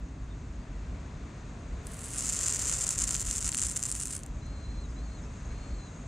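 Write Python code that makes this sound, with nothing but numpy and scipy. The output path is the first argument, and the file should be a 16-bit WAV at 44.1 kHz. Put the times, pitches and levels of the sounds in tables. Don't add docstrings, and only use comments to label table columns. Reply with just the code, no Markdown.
import sys
import numpy as np
from scipy import signal
from scipy.fft import rfft, irfft
from scipy.io import wavfile
from scipy.ndimage import uniform_filter1d

SR = 44100
rng = np.random.default_rng(int(sys.argv[2]) if len(sys.argv) > 2 else 0)


def persist_wave(psi):
    counts = np.round(np.clip(psi, -1, 1) * 32767).astype(np.int16)
    wavfile.write(sys.argv[1], SR, np.atleast_2d(counts).T)


def level_to_linear(level):
    exponent = np.asarray(level, float) / 20
    return 10 ** exponent


N = 267687

POCKETS = 10
MEAN_HZ, HZ_PER_POCKET = 7600, 170
RISE_S_PER_KHZ = 3.5e-5


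def sizzle():
    vigour_db, steps_up, lull_db, pressed = contact()
    at, peak_db = large_bursts()
    crowd = crowding(at, peak_db)
    bursts = all_bursts(vigour_db - 0.3 * lull_db, crowd, pressed, at, peak_db)
    pops = bursts + steam(vigour_db, lull_db, crowd, pressed)
    thuds = thud_clicks(pops)

    dealt = rng.integers(0, POCKETS, N) + np.round(steps_up).astype(int)
    dealt = np.minimum(dealt, POCKETS - 1)
    lags = 0.045 + 0.33 * rng.permutation(np.linspace(-1, 1, POCKETS))
    by_pitch = np.round(POCKETS / 2 + (burst_pitch(at, steps_up) - MEAN_HZ) / HZ_PER_POCKET)
    dealt[at] = np.clip(by_pitch, 0, POCKETS - 1)
    deep = rng.integers(0, POCKETS // 2, N)

    heard = ringing(pops, dealt, lags) + thudding(thuds, deep, lags) * level_to_linear([[-1.2], [1.2]])
    heard = heard + spray(bursts, vigour_db, lull_db, pressed)
    return lows_first(heard) * level_to_linear([[-.1], [.1]])


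# (t/s, vigour level/dB, pitch steps up)
IRON_CONTACT = [
    (1.83, -81, 2),
    (1.88, -59.5, 8),
    (2.12, -51.5, 2),
    (2.19, -44.5, 0),
    (2.45, -40, -2),
    (3.6, -44.5, 0),
    (4.16, -47, 3),
    (4.21, -68, 17),
    (4.3, -81, 3),
]
# (t/s, length/s, depth/dB)
SEAL_LULLS = [(2.58, 0.024, 14), (2.775, 0.054, 8), (2.855, 0.035, 8), (2.96, .03, 14), (3.063, 0.014, 20),
              (3.243, 0.031, 16), (3.4, .016, 12), (3.508, 0.019, 12), (3.56, 0.0086, 18), (3.74, .04, 7),
              (3.81, 0.02, 12), (3.94, 0.016, 8), (4.045, .015, 8), (4.09, 0.017, 10), (4.159, .009, 18)]


def contact():
    vigour_db, steps_up = in_time(IRON_CONTACT)
    t = np.arange(N) / SR
    pressed = (t > IRON_CONTACT[0][0]) & (t < IRON_CONTACT[-1][0])
    return vigour_db, steps_up, bumps(SEAL_LULLS), pressed


# (t/s, peak level/dB, f/Hz)
TOUCH_BURSTS = [(1.8697, -26, 8500), (1.9185, -35, 9200), (1.9356, -32, 8900), (1.9433, -34, 8800),
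                (1.9689, -36, 8000), (1.9923, -30, 7200), (2.0087, -33, 7400), (2.0167, -30, 7900),
                (2.0219, -33, 8300), (2.0337, -31, 8500), (2.0419, -26, 8400), (2.0466, -30, 7700),
                (2.0514, -32, 7800), (2.0581, -27, 8200), (2.0624, -31, 8200), (2.0666, -29, 8500),
                (2.0761, -34, 8200), (2.0825, -29, 8400), (2.0878, -34, 8400), (2.0925, -33, 7700),
                (2.1056, -28, 8300), (2.1153, -30, 8300), (2.1232, -36, 8700), (2.1299, -30, 7600),
                (2.1357, -24, 8700), (2.1399, -25, 8600), (2.1466, -25, 8100), (2.1526, -31, 8000),
                (2.1607, -23, 8900), (2.1671, -26, 8400)]
# (t/s, peak level/dB, f/Hz)
PEEL_TICKS = [
    (4.1825, -36, 8800),
    (4.198, -41, 9000),
    (4.2015, -40, 8000),
    (4.208, -44, 9000),
    (4.2344, -28, 7300),
    (4.2373, -37, 8000),
    (4.2631, -31, 7800),
    (4.392, -54, 8000),
    (4.4672, -49, 8500),
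]
# (t/s, peak level/dB)
SINKING_BURSTS = [(2.1777, -21), (2.1842, -15), (2.192, -19), (2.1989, -22), (2.208, -17), (2.2222, -23),
                  (2.2248, -21), (2.2384, -24), (2.2429, -23), (2.2468, -24), (2.2579, -19), (2.2681, -23),
                  (2.2693, -20), (2.2766, -22), (2.2829, -18), (2.2903, -20), (2.2917, -19), (2.2956, -18),
                  (2.297, -19), (2.2992, -16), (2.3038, -21), (2.3243, -18), (2.3286, -22), (2.331, -18),
                  (2.3355, -19), (2.3365, -20), (2.3401, -23), (2.3452, -21), (2.3496, -22), (2.3572, -21),
                  (2.3652, -19), (2.3677, -19), (2.3714, -22), (2.3908, -15), (2.4068, -20), (2.4112, -16),
                  (2.4129, -20), (2.4174, -22), (2.4229, -22), (2.4312, -20), (2.4337, -18), (2.4392, -17),
                  (2.4437, -22), (2.448, -20), (2.46, -19), (2.465, -14), (2.4694, -19), (2.4771, -17),
                  (2.48, -20), (2.4823, -19), (2.4834, -13), (2.4952, -18), (2.5016, -18), (2.504, -20),
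                  (2.5113, -20), (2.525, -16), (2.5349, -22), (2.5365, -23)]
# (t/s, peak level/dB)
SEALED_BURSTS = [(2.5401, -21), (2.546, -21), (2.5473, -18), (2.5483, -18), (2.5574, -22), (2.5605, -18),
                 (2.5656, -23), (2.5673, -20), (2.5879, -25), (2.5932, -18), (2.597, -19), (2.6025, -22),
                 (2.617, -19), (2.6187, -20), (2.6215, -20), (2.623, -22), (2.6249, -20), (2.6399, -22),
                 (2.6486, -24), (2.6557, -19), (2.6622, -19), (2.6705, -18), (2.6752, -21), (2.6783, -21),
                 (2.6796, -21), (2.6846, -20), (2.6858, -21), (2.6901, -20), (2.6962, -13), (2.6984, -17),
                 (2.7032, -20), (2.7152, -16), (2.7252, -21), (2.7263, -15), (2.7349, -20), (2.7378, -17),
                 (2.7392, -18), (2.7441, -18), (2.7453, -22), (2.7502, -22), (2.7531, -19), (2.7609, -24),
                 (2.765, -23), (2.7675, -23), (2.7706, -23), (2.7722, -23), (2.7828, -25), (2.7844, -23),
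                 (2.7871, -19), (2.7916, -20), (2.8083, -20), (2.81, -21), (2.8111, -16), (2.815, -21),
                 (2.8173, -17), (2.8206, -19), (2.8253, -18), (2.833, -22)]
# (t/s, peak level/dB)
SEARING_BURSTS = [(2.8375, -19), (2.8407, -14), (2.8444, -24), (2.8471, -22), (2.8676, -15), (2.8697, -19),
                  (2.8714, -22), (2.878, -18), (2.8801, -20), (2.8902, -14), (2.8915, -15), (2.9064, -16),
                  (2.9076, -15), (2.912, -21), (2.9182, -23), (2.9237, -20), (2.9279, -23), (2.9299, -23),
                  (2.9334, -24), (2.9379, -25), (2.9508, -26), (2.954, -27), (2.9584, -21), (2.9779, -22),
                  (2.9801, -19), (2.983, -16), (2.989, -12), (2.994, -19), (3.0011, -16), (3.0051, -20),
                  (3.0076, -21), (3.0118, -15), (3.0176, -18), (3.0192, -18), (3.0206, -12), (3.0248, -20),
                  (3.0378, -15), (3.0406, -12), (3.0418, -20), (3.0454, -24), (3.0736, -22), (3.0764, -19),
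                  (3.0774, -19), (3.081, -24), (3.0826, -20), (3.0911, -20), (3.0924, -19), (3.1026, -24),
                  (3.1072, -22), (3.1088, -14), (3.1135, -18), (3.1248, -22), (3.1306, -25), (3.1324, -23),
                  (3.1441, -14), (3.1461, -19), (3.151, -21), (3.1521, -21)]
# (t/s, peak level/dB)
BROWNING_BURSTS = [(3.1539, -22), (3.1562, -20), (3.1578, -22), (3.1655, -18), (3.1749, -25), (3.1796, -25),
                   (3.1974, -21), (3.2034, -25), (3.2054, -23), (3.2081, -20), (3.2091, -24), (3.2159, -18),
                   (3.2187, -26), (3.2263, -22), (3.2484, -28), (3.2523, -25), (3.2536, -26), (3.2623, -26),
                   (3.2651, -27), (3.2671, -26), (3.2709, -21), (3.2767, -25), (3.2789, -26), (3.2861, -24),
                   (3.2885, -23), (3.2907, -26), (3.2998, -24), (3.3012, -23), (3.3033, -25), (3.3117, -12),
                   (3.3151, -22), (3.3297, -19), (3.3389, -23), (3.3406, -24), (3.3532, -20), (3.3571, -24),
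                   (3.3604, -22), (3.3616, -20), (3.369, -16), (3.3735, -23), (3.3771, -23), (3.382, -15),
                   (3.3872, -25), (3.3901, -22), (3.4074, -21), (3.4131, -23), (3.4168, -27), (3.4206, -25),
                   (3.4268, -17), (3.4352, -24), (3.445, -19), (3.4484, -23), (3.4545, -21), (3.4569, -19),
                   (3.4582, -20), (3.4648, -16), (3.4717, -22), (3.4771, -16)]
# (t/s, peak level/dB)
CRUST_BURSTS = [(3.4783, -19), (3.4814, -23), (3.4901, -17), (3.4922, -14), (3.5186, -18), (3.5265, -26),
                (3.5338, -25), (3.541, -23), (3.5466, -15), (3.5546, -22), (3.5708, -16), (3.578, -13),
                (3.5828, -20), (3.5872, -15), (3.5941, -22), (3.5956, -15), (3.6037, -20), (3.6078, -23),
                (3.6175, -12), (3.6215, -18), (3.6262, -15), (3.6331, -16), (3.636, -20), (3.6371, -15),
                (3.6477, -19), (3.6516, -19), (3.6536, -22), (3.6563, -25), (3.6591, -25), (3.6601, -22),
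                (3.6678, -15), (3.6705, -25), (3.675, -24), (3.6861, -22), (3.6936, -23), (3.6978, -18),
                (3.709, -23), (3.7132, -23), (3.7144, -21), (3.7204, -25), (3.7258, -28), (3.7339, -30),
                (3.7384, -30), (3.7619, -17), (3.7655, -23), (3.7666, -15), (3.768, -18), (3.7712, -25),
                (3.7737, -17), (3.7749, -18), (3.7939, -25), (3.8021, -26), (3.8283, -14), (3.8373, -15),
                (3.8539, -18), (3.8562, -22), (3.8589, -27), (3.8604, -20)]
# (t/s, peak level/dB)
TWIN_POP = (3.8364, -19)
# (t/s, peak level/dB)
DRY_SPUTTER = [(3.864, -20), (3.8661, -22), (3.8785, -28), (3.8866, -23), (3.8896, -24), (3.8924, -30),
               (3.895, -20), (3.9033, -20), (3.9157, -13), (3.9248, -17), (3.9262, -26), (3.9463, -30),
               (3.9522, -18), (3.959, -28), (3.9621, -24), (3.965, -26), (3.9734, -28), (3.9891, -30),
               (3.998, -24), (3.9997, -28), (4.0019, -17), (4.0071, -26), (4.013, -19), (4.0216, -22),
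               (4.023, -26), (4.0268, -23), (4.0311, -28), (4.0343, -19), (4.0364, -22), (4.0563, -19),
               (4.0583, -29), (4.0654, -26), (4.0727, -21), (4.0826, -31), (4.0907, -31), (4.0969, -31),
               (4.098, -31), (4.1015, -29), (4.1065, -24), (4.1082, -27), (4.1097, -27), (4.1111, -26),
               (4.1142, -24), (4.1271, -22), (4.1297, -26), (4.1324, -25), (4.1337, -26), (4.1362, -24),
               (4.1445, -26), (4.1505, -24), (4.1515, -26), (4.1529, -28), (4.1542, -25), (4.1637, -26),
               (4.1655, -22), (4.1667, -23), (4.1791, -31), (4.1914, -33)]


def large_bursts():
    rows = TOUCH_BURSTS + PEEL_TICKS + SINKING_BURSTS + SEALED_BURSTS + SEARING_BURSTS
    rows = rows + BROWNING_BURSTS + CRUST_BURSTS + [TWIN_POP] + DRY_SPUTTER
    s, peak_db = np.transpose([row[:2] for row in rows])
    start_s = s - .00036 - RISE_S_PER_KHZ * MEAN_HZ / 1000
    return np.round(start_s * SR).astype(int), peak_db


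def burst_pitch(at, steps_up):
    pitch_hz = MEAN_HZ + 160.0 * steps_up[at] + 250.0 * rng.standard_normal(N)[at]
    pitched = TOUCH_BURSTS + PEEL_TICKS
    pitch_hz[:len(pitched)] = np.array(pitched)[:, 2]
    return pitch_hz


def crowding(at, peak_db):
    large = np.zeros(N)
    large[at] = level_to_linear(peak_db)
    near = uniform_filter1d(uniform_filter1d(large, size=220), size=220)
    return (near / (uniform_filter1d(near, size=5000) + 1e-7) + 0.55) ** 0.28


def all_bursts(small_db, crowd, pressed, at, peak_db):
    per_s = 1000
    clump = crowd * level_to_linear(2.0 * drift(130.0))
    born = pressed & (rng.random(N) < per_s * clump / SR)
    signs = rng.choice([-1, 1], N)
    spread_db = 6.0 + 4.16 * np.minimum(rng.exponential(1, N), 2.0)
    bursts = born * signs * level_to_linear(small_db + spread_db) * clump ** 0.062 / np.sqrt(per_s / 1000)
    bursts[at] = signs[at] * level_to_linear(peak_db - 0.5)
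    return bursts


def steam(vigour_db, lull_db, crowd, pressed):
    t = np.arange(N) / SR
    drying_db = 10.5 * np.maximum(t - 2.66, 0)
    level_db = vigour_db + 9 - 0.45 * lull_db - drying_db
    return pressed * level_to_linear(level_db - 17.0) * crowd ** .5 * rng.standard_normal(N)


# (f/Hz, level/dB per Hz)
RING_SPECTRUM = [(2470, -45.5), (4200, -13.5), (4900, -9), (5590, -9.5), (6460, -4), (7440, -5), (9000, -8),
                 (10000, -10.5), (11300, -23), (14700, -55), (22000, -120)]
# (f/Hz, width/Hz, level/dB)
TIN_MODES = [(5280, 190, -13.5), (7170, 130, -13), (7420, 310, -5), (8030, 84, -3.5), (9040, 260, -12),
             (9820, 500, -9), (11700, 180, 3)]


def ringing(pops, dealt, lags):
    rings = sum(pocket(pops * (dealt == k), RING_SPECTRUM, hz, lags[k],
                       ring_share=1.92, echo_db=-14, spread_db=-22.0)
                for k, hz in enumerate(np.geomspace(6200., 9300., POCKETS)))
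    return rings + sum(level_to_linear(db) * resonance(rings, hz, width) for hz, width, db in TIN_MODES)


# (t/s, peak level/dB)
WET_THUDS = [(2.2982, -47), (2.3354, -42), (2.41, -35), (2.484, -39), (2.4951, -35), (2.5131, -34),
             (2.608, -30), (2.678, -39), (2.697, -30), (2.7257, -29.5), (2.82, -33), (3.0178, -29),
             (3.0403, -39), (3.091, -28.5), (3.1134, -32), (3.151, -24), (3.285, -31.5), (3.3113, -29),
             (3.4248, -30), (3.4688, -29), (3.479, -30), (3.4921, -30), (3.527, -27), (3.5466, -22),
             (3.587, -29), (3.596, -30), (3.619, -34), (3.625, -30), (3.636, -34), (4.234, -44)]


def thud_clicks(pops):
    thuds = np.sign(pops) * np.abs(pops) ** 0.68 * level_to_linear(-22.5 + 2 * rng.standard_normal(N))
    s, peak_db = np.transpose(WET_THUDS)
    thuds[np.round((s - .0003) * SR).astype(int)] = level_to_linear(peak_db + 2.5)
    return thuds


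# (f/Hz, level/dB per Hz)
THUD_SPECTRUM = [(530, -23), (900, -6), (1410, -1), (1690, -6.5), (1870, -2.5), (2060, -4), (3000, -3.5),
                 (3850, -6), (4700, -2.5), (6500, -8), (10100, -65)]


def thudding(thuds, deep, lags):
    return sum(pocket(thuds * (deep == k), THUD_SPECTRUM, hz, lags[k],
                      ring_share=0.27, echo_db=-23.0, spread_db=-19.0)
               for k, hz in enumerate(np.geomspace(1300., 3100., POCKETS // 2)))


# (f/Hz, level/dB per Hz)
SPRAY_SPECTRUM = [(6470, -22), (11000, -5), (13200, -6.5), (14500, -10), (16000, -20)]


def spray(bursts, vigour_db, lull_db, pressed):
    level_db = 0.52 * (vigour_db + 44) - 58.5 - 0.2 * lull_db
    fade = np.exp(-1 / (0.00086 * SR))
    puffs = signal.lfilter([1], [1, -fade], np.abs(bursts) + 1e-18)
    puffs = (puffs / (uniform_filter1d(puffs, size=4000) + 1e-6) + 0.95) * pressed
    mid, side = rng.standard_normal((2, N))
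    hiss = np.array([mid + 0.5 * side, mid - 0.72 * side])
    return coloured(level_to_linear(level_db - 10.5 + 1.3 * drift(34.0)) * puffs * hiss, SPRAY_SPECTRUM)


def pocket(clicks, colour, hz, lag, ring_share, echo_db, spread_db):
    shape = causal_response(colour)
    shape = shape + ring_share * resonance(resonance(shape, hz, 3600.0), hz, 3600.0)
    k = np.arange(140)
    taps = np.sinc(k - 6 - np.array([[0], [lag]])) * np.hanning(280)[140:]
    taps[:, 6 + rng.integers(28, 38)] += level_to_linear(echo_db)
    taps += (k > 6) * level_to_linear(spread_db - 0.27 * k) * rng.standard_normal((2, 140))
    response = signal.oaconvolve(shape[None], taps, axes=1)
    response = response / np.abs(response).max()
    return signal.oaconvolve(clicks[None], response, axes=1)[:, :N]


def lows_first(x):
    hz = np.fft.rfftfreq(N, 1 / SR)
    return irfft(rfft(x) * np.exp(-1j * np.pi * RISE_S_PER_KHZ / 1000 * hz ** 2), N)


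# (f/Hz, level/dB per Hz)
DEEP_SPECTRUM = [(8.8, -47), (15, -18), (54, 6.5), (80, -3.5), (100, -39), (180, -120)]
# (f/Hz, level/dB per Hz)
UPPER_SPECTRUM = [(53, -29), (90, 0), (156, -4.5), (215, -8.5), (270, -8.5), (330, -16), (430, -24),
                  (730, -120)]
# (t/s, length/s, level/dB above the mean)
WIND_GUSTS = [(0, 0.051, 1), (.25, 0.039, 5), (.75, 0.76, 5), (1.32, 0.13, -8), (1.76, 0.28, 5.5),
              (2.02, 0.2, -3), (2.9, 0.053, -8), (3.0, 0.084, 8), (3.29, 0.039, 11.5), (3.47, 0.12, 5.5),
              (3.6, 0.063, -13), (3.65, 0.046, 4.5), (3.87, 0.22, -1.5), (4.14, 0.045, -10),
              (4.33, 0.16, 4.5), (4.8, 0.87, 7.5), (5.52, 0.18, 7), (5.7, 0.088, 14.5), (5.87, 0.1, -2.5),
              (5.99, 0.044, 6.5), (6.04, 0.06, -8)]


def rumble():
    out, gust_db = 0, bumps(WIND_GUSTS)
    for spectrum, level_db in ((DEEP_SPECTRUM, -43.5 + gust_db), (UPPER_SPECTRUM, -45 + 0.068 * gust_db)):
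        noise = outdoor_noise(spectrum)
        swell = np.sqrt(uniform_filter1d(noise.mean(axis=0) ** 2, size=4000) + 1e-3)
        out = out + level_to_linear(level_db) * rms_one(noise / swell ** 0.12)
    return out


# (f/Hz, level/dB per Hz)
AIR_SPECTRUM = [(190, -42), (330, -7.5), (417, 1), (476, -2), (667, -2), (844, -7.5), (935, -4.5),
                (1290, -6.5), (2720, -13.5), (2950, -18.5), (3450, -17.5), (4180, -18), (4910, -21.5),
                (6680, -21), (8570, -27.5), (11000, -54.5), (14300, -79), (22000, -120)]
# (t/s, level/dB)
AIR_LOUDNESS = [(0, -54), (1, -54.5), (2, -52.5), (3, -50.5), (4, -55), (5, -52.5), (6.07, -51.5)]


def open_air():
    level_db = in_time(AIR_LOUDNESS)[0] + 0.01 * bumps(WIND_GUSTS) + 1.06 * drift(0.33)
    return level_to_linear(level_db) * outdoor_noise(AIR_SPECTRUM)


# (f/Hz, width/Hz, level/dB)
CHORUS_BANDS = [(6600, 280, -1), (6870, 36, -11), (7490, 120, -4.5), (8000, 33, -7.5), (7500, 25, -9),
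                (8600, 120, -11), (9100, 65, -18)]
# (t/s, level/dB)
CHORUS_LOUDNESS = [(0, -70), (.9, -69), (1.8, -65), (4.3, -65), (5.2, -62), (6.07, -61.5)]
# (t/s, f/Hz, level/dB)
NEAR_CRICKET = [(0, 6040, -79), (1.8, 6045, -79), (4.3, 6100, -71.5), (6.07, 6105, -72)]


def insects():
    noise = outdoor_noise([(100, 0), (20000, 0)])
    bands = sum(level_to_linear(db + 1.8 * drift(29.0)) * resonance(resonance(noise, hz, 2.5 * width), hz, 2.5 * width)
                for hz, width, db in CHORUS_BANDS)
    pitch, level_db = in_time(NEAR_CRICKET)
    phase = 2 * np.pi * np.cumsum(pitch + 15.0 * drift(30.)) / SR
    line = np.sin(phase) * level_to_linear(level_db + 3.7 * drift(15.))
    return level_to_linear(in_time(CHORUS_LOUDNESS)[0]) * rms_one(bands) + line * level_to_linear([[1.5], [-.7]])


# (t/s, length/s, first f/Hz, last f/Hz, level/dB)
BIRD_NOTES = [(.28, .02, 3250, 3250, -77), (0.302, 0.036, 3650, 3620, -67), (.555, .03, 3900, 4300, -79),
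              (0.595, .042, 4620, 4850, -78), (4.42, 0.14, 4030, 4230, -70), (4.56, .072, 4060, 4220, -70),
              (4.631, 0.19, 4060, 4150, -69), (4.821, .042, 4180, 3640, -69.5),
              (4.89, .037, 5250, 4700, -73), (4.925, .015, 4700, 5100, -79), (4.96, 0.053, 3950, 4150, -68),
              (5.013, .038, 4200, 4540, -73), (5.052, .055, 4500, 3940, -71.5),
              (5.11, 0.055, 4300, 4200, -67.5), (5.165, 0.038, 4200, 3620, -68),
              (5.232, .03, 5560, 5070, -73), (5.25, .02, 2560, 2670, -72), (5.5, .035, 2175, 2250, -70),
              (5.5, 0.06, 4020, 4300, -72), (5.56, 0.2, 4300, 4330, -70), (5.76, 0.035, 4330, 4110, -69),
              (5.795, 0.06, 4110, 4090, -68), (5.855, 0.036, 4090, 3880, -69)]


def birds():
    song = np.zeros(N)
    waver_hz, flutter_db = 32 * drift(70.), 3.3 * drift(45.0)
    for s, length, first_hz, last_hz, level_db in BIRD_NOTES:
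        span = slice(int(s * SR), int((s + length) * SR))
        t = np.arange(span.stop - span.start) / SR
        pitch = first_hz + (last_hz - first_hz) * t / length + waver_hz[span]
        ends = np.clip(np.minimum(t, length - t) / 0.0017, 0, 1)
        tone = np.sqrt(2) * np.sin(2 * np.pi * np.cumsum(pitch) / SR)
        song[span] += ends * level_to_linear(level_db + flutter_db[span]) * tone
    trees = rng.standard_normal((2, 6000)) * level_to_linear(-36.5 - 60 * np.arange(6000) / SR / .3)
    echoes = signal.oaconvolve(song[None], trees, axes=1)[:, :N]
    return np.array([song * level_to_linear(7.5), np.roll(song, shift=2) * level_to_linear(3.5)]) + echoes


# (f/Hz, left-right likeness)
EAR_LIKENESS = [(60, 1.0), (130, 1.0), (290, 0.98), (640, 0.77), (1410, 0.65), (3100, 0.72), (6820, 0.91),
                (15000, 0.99)]
# (f/Hz, left minus right level/dB)
EAR_LEAN = [(60, 0), (110, 0.5), (200, 0), (380, 1), (700, 3.5), (1290, 2.5), (2380, 3), (4400, 1.5),
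            (8120, -1), (15000, 5)]


def outdoor_noise(spectrum):
    hz = np.maximum(np.fft.rfftfreq(N, 1 / SR), 1)
    mid, side = rfft(rng.standard_normal((2, N))) * level_to_linear(at_hz(spectrum, hz))
    alike = np.clip(at_hz(EAR_LIKENESS, hz), 0, .9993)
    lean = level_to_linear(at_hz(EAR_LEAN, hz) / 2)
    mid, side = np.sqrt(1 + alike) * mid, np.sqrt(1 - alike) * side
    return rms_one(irfft([(mid + side) * lean, (mid - side) / lean], N))


def causal_response(spectrum, size=1024):
    hz = np.maximum(np.fft.rfftfreq(size, 1 / SR), 1)
    cepstrum = irfft(np.log(level_to_linear(at_hz(spectrum, hz))), size)
    cepstrum[1:size // 2] *= 2
    cepstrum[size // 2 + 1:] = 0
    response = irfft(np.exp(rfft(cepstrum)), size)
    return response / np.abs(response).max()


def coloured(x, spectrum):
    return signal.oaconvolve(x, causal_response(spectrum)[None], axes=1)[:, :N]


def resonance(x, hz, width_hz):
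    r = np.exp(-np.pi * width_hz / SR)
    zeros = np.array([1, 0, -1]) * (1 - r * r) / 2
    return signal.lfilter(zeros, [1, -2 * r * np.cos(2 * np.pi * hz / SR), r * r], x)


def drift(rate):
    r = np.exp(-16 * np.pi * rate / SR)
    slow = signal.lfilter([1], [1, -2 * r, r * r], rng.standard_normal(N // 8 + 5002))[5000:]
    return np.interp(np.arange(N) / 8, np.arange(len(slow)), rms_one(slow - slow.mean()))


def bumps(rows):
    t = np.arange(N) / SR
    return sum(height * np.exp(-(2 * (t - s) / length) ** 2) for s, length, height in rows)


def in_time(rows):
    s, *columns = np.transpose(rows)
    return [np.interp(np.arange(N) / SR, s, c) for c in columns]


def at_hz(points, hz):
    return np.interp(np.log(hz), np.log(np.array(points)[:, 0]), np.array(points)[:, 1])


def rms_one(x):
    return x / np.sqrt(np.mean(x ** 2) + 1e-20)


def scene():
    air = open_air()
    return sizzle() + rumble() + air + insects() + birds()


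def band_limit(x):
    return signal.sosfilt(signal.butter(12, 16660, fs=SR, output="sos"), x)


def record(dry):
    mix = signal.sosfilt(signal.cheby2(10, 60, 17000., fs=SR, output="sos"), dry)
    return band_limit(mix)


dry = scene()
out = record(dry)
persist_wave(out)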